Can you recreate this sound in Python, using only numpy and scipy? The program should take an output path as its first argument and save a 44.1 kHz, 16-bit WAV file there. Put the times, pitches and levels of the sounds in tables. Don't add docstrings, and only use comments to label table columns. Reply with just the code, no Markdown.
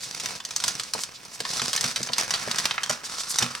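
import sys
import numpy as np
from scipy import signal
from scipy.fft import rfft, irfft, next_fast_len
from scipy.io import wavfile

SR = 44100
rng = np.random.default_rng(int(sys.argv[2]) if len(sys.argv) > 2 else 0)


def put_to_file(sound):
    columns = np.atleast_2d(sound).T
    safe = np.clip(columns, -1, 1)
    whole_steps = np.round(safe * 32767)
    wavfile.write(sys.argv[1], SR, whole_steps.astype(np.int16))


N = 158760
T = np.arange(N) / SR
FFT_SIZE = next_fast_len(N + SR)
HZ = np.arange(FFT_SIZE // 2 + 1) * SR / FFT_SIZE

# (time [s], middle [dB], upper [dB], treble [dB], decay of the slips [s])
SNAPS = [(0.1989, -37, -35, -28, 0.0077), (0.2589, -30.5, -49, -25.5, 0.00093),
         (0.4024, -35.5, -44, -40, 0.0027), (0.4508, -39.5, -38.5, -30, 0.0024),
         (0.5081, -36, -45, -31, 0.0049), (0.5627, -33.5, -36.5, -20, 0.00063),
         (0.602, -36, -40, -30, 0.0013), (0.6391, -26.5, -30, -21.5, 0.0036),
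         (0.6805, -27, -33.5, -18.5, 0.0032), (0.7975, -33, -31, -28.5, 0.0017),
         (0.835, -42, -45, -32, 0.0021), (0.9361, -31.5, -34, -21.5, 0.0017),
         (1.0357, -37, -37.5, -24.5, 0.0003), (1.251, -66, -53.5, -41.5, 0.0003),
         (1.4036, -32.5, -33.5, -26.5, 0.0026), (1.451, -27.5, -36, -36, 0.0074),
         (1.5963, -28, -32, -32, 0.0027), (1.618, -25.5, -55, -26.5, 0.00054),
         (1.731, -27, -31.5, -21.5, 0.0053), (1.763, -29, -51, -20, 0.0006),
         (1.777, -28.5, -31, -32, 0.0029), (1.81, -32.5, -36, -20, 0.00099),
         (1.8412, -24, -42, -24.5, 0.0041), (1.9603, -25.5, -30, -25, 0.0094),
         (2.03, -37.5, -40, -26, 0.0014), (2.0887, -32.5, -38.5, -52, 0.003),
         (2.134, -35, -23.5, -28.5, 0.00022), (2.1825, -24.5, -39, -19, 0.0013),
         (2.3069, -25, -37, -23.5, 0.0037), (2.3386, -24, -26, -27.5, 0.0097),
         (2.5135, -28, -28.5, -26.5, 0.00012), (2.5592, -40, -38, -30, 0.00058),
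         (2.5852, -26.5, -31.5, -22, 0.00044), (2.655, -21, -29, -21.5, 0.00084),
         (2.7099, -23, -30.5, -35, 0.00067), (2.7801, -21.5, -65, -52, 0.00074),
         (2.8336, -29, -32, -24.5, 0.0039), (2.896, -26.5, -48, -21, 0.0071),
         (3.3615, -64, -59, -31, 0.0012), (3.386, -25.5, -53, -15, 0.0027),
         (3.4248, -23.5, -30.5, -21.5, 0.0061)]
SNAP_EDGES_HZ = [650, 2800, 5000, 14000]
# (frequency [Hz], gain [dB])
SNAP_COLOUR = [(700, -6), (1400, 0.5), (2600, -2), (5900, 7), (7000, 0.5), (9000, -2), (11500, -15.5)]
SNAP_GAIN_DB, SLIPS_PER_S, SLIP_DB = 27, 7000, -13
ECHO_DECAY_S, ECHO_DB, ECHO_DELAY_S = 0.005, 3.5, 0.00089

# (time [s], creasing level [dB], sliding level [dB])
RUSTLE = [(0, -49.5, -42.5), (0.25, -42, -38.5), (0.366, -42.5, -39), (0.39, -55.5, -53.5),
          (0.68, -41, -35.5), (0.925, -52, -48), (0.99, -41, -38), (1.07, -54, -54.5), (1.44, -50, -46),
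          (1.491, -40, -31), (1.72, -43, -35), (1.81, -41.5, -39.5), (1.86, -35.5, -27.5),
          (1.93, -45, -38.5), (2.16, -50, -45), (2.201, -35.5, -30.5), (2.295, -47, -43),
          (2.345, -40.5, -34.5), (2.55, -41, -40), (2.601, -38, -31), (2.8, -46.5, -47.5),
          (2.885, -49, -45), (2.909, -39, -30.5), (3.018, -53.5, -55), (3.1, -46.5, -38.5),
          (3.37, -50.5, -38), (3.419, -32, -31), (3.501, -46, -41)]
# (frequency [Hz], density [dB per Hz])
CREASING_COLOUR = [(80, -11.5), (130, 5), (220, -1.5), (320, -5.5), (430, -2), (2800, 0), (5000, -23.5)]
# (frequency [Hz], density [dB per Hz])
SLIDING_COLOUR = [(1500, -18.5), (2700, -22), (3500, -3), (5850, 1.5), (7100, -6.5), (8400, -7),
                  (10500, -12.5), (11600, -22), (15000, -28.5)]
CREASING_GRAINS_PER_S, CREASING_SPREAD_DB = 2200, 2
SLIDING_GRAINS_PER_S, SLIDING_SPREAD_DB = 9000, 0.5
TICKS_PER_S, TICK_DB, TICK_SPREAD_DB, TICK_DECAY_S = 90, -2, 3.5, 0.0016
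CLUMPS_PER_S, CLUMP_DB = 150, 6.5
# (time [s], resonance [Hz])
HOLLOW = [(1.68, 1170), (2.21, 1920), (2.34, 1310), (2.6, 1490), (2.93, 1250)]
HOLLOW_WIDTH_HZ, HOLLOW_GAIN, OPEN_S = 450, 2.1, 3.08

# (time of the height [s], level [dB], centre [Hz])
SCUFFS = [(0.04, -33, 5300), (1.015, -33.5, 6200), (1.157, -41, 4370), (1.348, -39, 6000),
          (3.058, -32.5, 5300), (3.205, -29.5, 5250), (3.309, -27.5, 6800)]
SCUFF_SPREAD_S, SCUFF_WIDTH = 0.012, 0.46

# (time [s], panel level [dB], panel pitch [Hz], boom level [dB])
THUDS = [(0.949, -29.5, 680, -50), (1.402, -35.5, 427, -51), (1.617, -36, 597, -41.5),
         (1.841, -39, 580, -41.5), (2.002, -35.5, 406, -43), (2.096, -33, 640, -47),
         (2.473, -30.5, 430, -43), (2.898, -23.5, 830, -43), (3.423, -29, 393, -35.5)]
# (frequency [Hz], level [dB], T60 [s])
BOOM_MODES = [(133.7, 3, 0.14), (179, -0.5, 0.14), (236.3, -0.5, 0.2)]
PANEL_DECAY_S, PANEL_WIDTH = 0.0047, 0.7
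THUD_ATTACK_S, THUD_REFERENCE_S = 0.0038, 0.014

# (frequency [Hz], strength of the side signal [ratio])
WIDTH = [(130, 0.21), (700, 0.4)]
# (frequency [Hz], phase [rad])
LEAD = [(130, 0.0076), (600, 1), (2100, 1), (3500, 0.32)]
PAN_DB = -1.5
ROOM_DB, ROOM_T60_S, ROOM_TREBLE_T60_S, ROOM_SPLIT_HZ = -8.5, 0.29, 0.14, 6400
CUTOFF_HZ = 15800

# (frequency [Hz], density [dB per Hz])
HUSH_COLOUR = [(60, -7), (130, -1.5), (400, -8), (15000, -22)]
HUSH_DB = -55.5


def from_db(db):
    return 10 ** (np.asarray(db) / 20)


def unit(x):
    return x / np.sqrt(np.sum(x ** 2) + 1e-20)


def rms_one(x):
    return unit(x) * np.sqrt(x.size)


def over_hz(points):
    hz, value = np.transpose(points)
    return np.interp(np.log(HZ + 1), np.log(hz), value)


def colour(x, points):
    cepstrum = irfft(np.log(from_db(over_hz(points))), FFT_SIZE)
    cepstrum[1:FFT_SIZE // 2] *= 2
    cepstrum[FFT_SIZE // 2 + 1:] = 0
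    response = np.exp(rfft(cepstrum))
    return irfft(rfft(x, FFT_SIZE) * response, FFT_SIZE)[..., :N]


def band(x, low, high, order=2):
    edges = [low, min(high, SR / 2 - 1000)]
    sos = signal.butter(order, edges, "band", fs=SR, output="sos")
    return signal.sosfilt(sos, x + 1e-18)


def around(x, hz, width):
    return band(x, hz / (1 + width), hz * (1 + width))


def add(out, s, sound):
    i = int(s * SR)
    out[:, i:i + sound.shape[1]] += sound[:, :N - i]


def grains(per_s, spread_db, size):
    sizes = from_db(spread_db * np.minimum(rng.exponential(1, size), 4.5))
    struck = rng.random(size) < per_s / SR
    return struck * sizes * rng.choice([-1, 1], size)


def snaps():
    out, t = np.zeros((2, N)), T[:SR // 12]
    for s, *levels, decay_s in SNAPS:
        fade = np.exp(-t / max(decay_s, 1e-4))
        slips = from_db(SLIP_DB) * grains(SLIPS_PER_S, 1.0, size=len(t)) * fade
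        slips[0] = 1
        crack = echoes(slips)
        snap = np.zeros_like(crack)
        for k, (db, low, high) in enumerate(zip(levels, SNAP_EDGES_HZ, SNAP_EDGES_HZ[1:])):
            snap += (-1) ** k * from_db(db) * unit(band(crack, low, high, order=3))
        add(out, s, snap)
    return from_db(SNAP_GAIN_DB) * colour(out, SNAP_COLOUR)


def echoes(x):
    t = T[:len(x)]
    decay = np.exp(-t / ECHO_DECAY_S) * (t > ECHO_DELAY_S)
    paths = from_db(ECHO_DB) * unit(rng.standard_normal((2, len(t))) * decay)
    paths[0, 0] = 1
    return signal.fftconvolve(paths, x[None])[:, :len(t)]


def rustle():
    s, creasing_db, sliding_db = np.transpose(RUSTLE)
    knots = np.cumsum(rng.exponential(1 / CLUMPS_PER_S, SR // 20))
    grip = from_db(CLUMP_DB * np.interp(T, knots, rng.uniform(-0.58, 1, len(knots))))

    clicks = abs(grains(TICKS_PER_S, TICK_SPREAD_DB, size=N))
    bursts = signal.lfilter([1], [1, -np.exp(-1 / (TICK_DECAY_S * SR))], clicks + 1e-18)
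    ticks = from_db(TICK_DB) * rms_one(bursts * rng.standard_normal((2, N)))

    creases = rms_one(grains(CREASING_GRAINS_PER_S, CREASING_SPREAD_DB, size=(2, N)))
    creasing = rms_one(colour(creases + ticks, CREASING_COLOUR))
    slips = rms_one(grains(SLIDING_GRAINS_PER_S, SLIDING_SPREAD_DB, size=(2, N)))
    sliding = rms_one(colour(slips + ticks, SLIDING_COLOUR))

    dull = hollow(creasing) * from_db(np.interp(T, s, creasing_db))
    bright = sliding * from_db(np.interp(T, s, sliding_db))
    return grip * (dull + bright)


def hollow(x, size=128):
    ring, state = np.zeros_like(x), np.zeros((2, 2))
    r = np.exp(-np.pi * HOLLOW_WIDTH_HZ / SR)
    w = 2 * np.pi * np.interp(T, *np.transpose(HOLLOW)) / SR
    for i in range(0, N, size):
        poles = [1, -2 * r * np.cos(w[i]), r * r]
        ring[:, i:i + size], state = signal.lfilter([1, 0, -1], poles, x[:, i:i + size], zi=state)
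    opening = np.minimum(T / OPEN_S, 1) ** 2
    return x + HOLLOW_GAIN * opening * (1 - r * r) / 2 * ring


def scuffs():
    out, t = np.zeros((2, N)), T[:SR // 16]
    swell = np.exp(-((t - t.mean()) / SCUFF_SPREAD_S) ** 2 / 2)
    for s, db, hz in SCUFFS:
        slips = grains(SLIDING_GRAINS_PER_S, SLIDING_SPREAD_DB, size=(2, len(t)))
        skid = rms_one(around(slips, hz, SCUFF_WIDTH))
        add(out, max(s - t.mean(), 0), from_db(db) * swell * skid)
    return out


def thuds():
    out, t = np.zeros((2, N)), T[:SR // 4]
    rise = 1 - np.exp(-t / THUD_ATTACK_S)
    for s, db, hz, boom_db in THUDS:
        burst = rng.standard_normal((2, len(t))) * rise * np.exp(-t / PANEL_DECAY_S)
        panel = from_db(db) * unit(around(burst, hz, PANEL_WIDTH))
        boom = np.zeros(len(t))
        for mode_hz, mode_db, t60 in BOOM_MODES:
            gain = from_db(mode_db + rng.normal(0, 0.28))
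            tone = np.sin(2 * np.pi * mode_hz * rng.normal(1, 0.023) * t)
            boom += gain * tone * from_db(-60 * t / t60)
        boom = from_db(boom_db) * unit(boom * rise) * [[2], [0]]
        add(out, s, np.sqrt(THUD_REFERENCE_S * SR) * (panel + boom))
    return out


def kitchen(x):
    left_right, t = np.array([[1], [-1]]), T[:SR // 2]
    low, high = rng.standard_normal((2, 2, len(t)))
    tail = band(low, 155, ROOM_SPLIT_HZ) * from_db(-60 * t / ROOM_T60_S)
    tail += band(high, ROOM_SPLIT_HZ, CUTOFF_HZ) * from_db(-60 * t / ROOM_TREBLE_T60_S)
    spectra = rfft(x, FFT_SIZE)
    room = from_db(ROOM_DB) * spectra[0] * rfft(unit(tail), FFT_SIZE)
    mid, side = spectra + room
    balance = from_db(left_right * PAN_DB / 2)
    lead = np.exp(left_right * 1j * over_hz(LEAD) / 2)
    pair = (mid + left_right * over_hz(WIDTH) * side) * balance * lead
    return irfft(pair, FFT_SIZE)[:, :N]


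def background():
    noise = rng.standard_normal(N) + 1.2 * rng.standard_normal((2, N))
    return from_db(HUSH_DB) * rms_one(colour(noise, HUSH_COLOUR))


def scene():
    bag = snaps() + rustle() + scuffs() + thuds()
    return kitchen(bag) + background()


def record(dry):
    low_pass = signal.cheby1(12, .2, CUTOFF_HZ, fs=SR, output="sos")
    return signal.sosfilt(low_pass, np.tanh(dry))


dry = scene()
out = record(dry)
put_to_file(out)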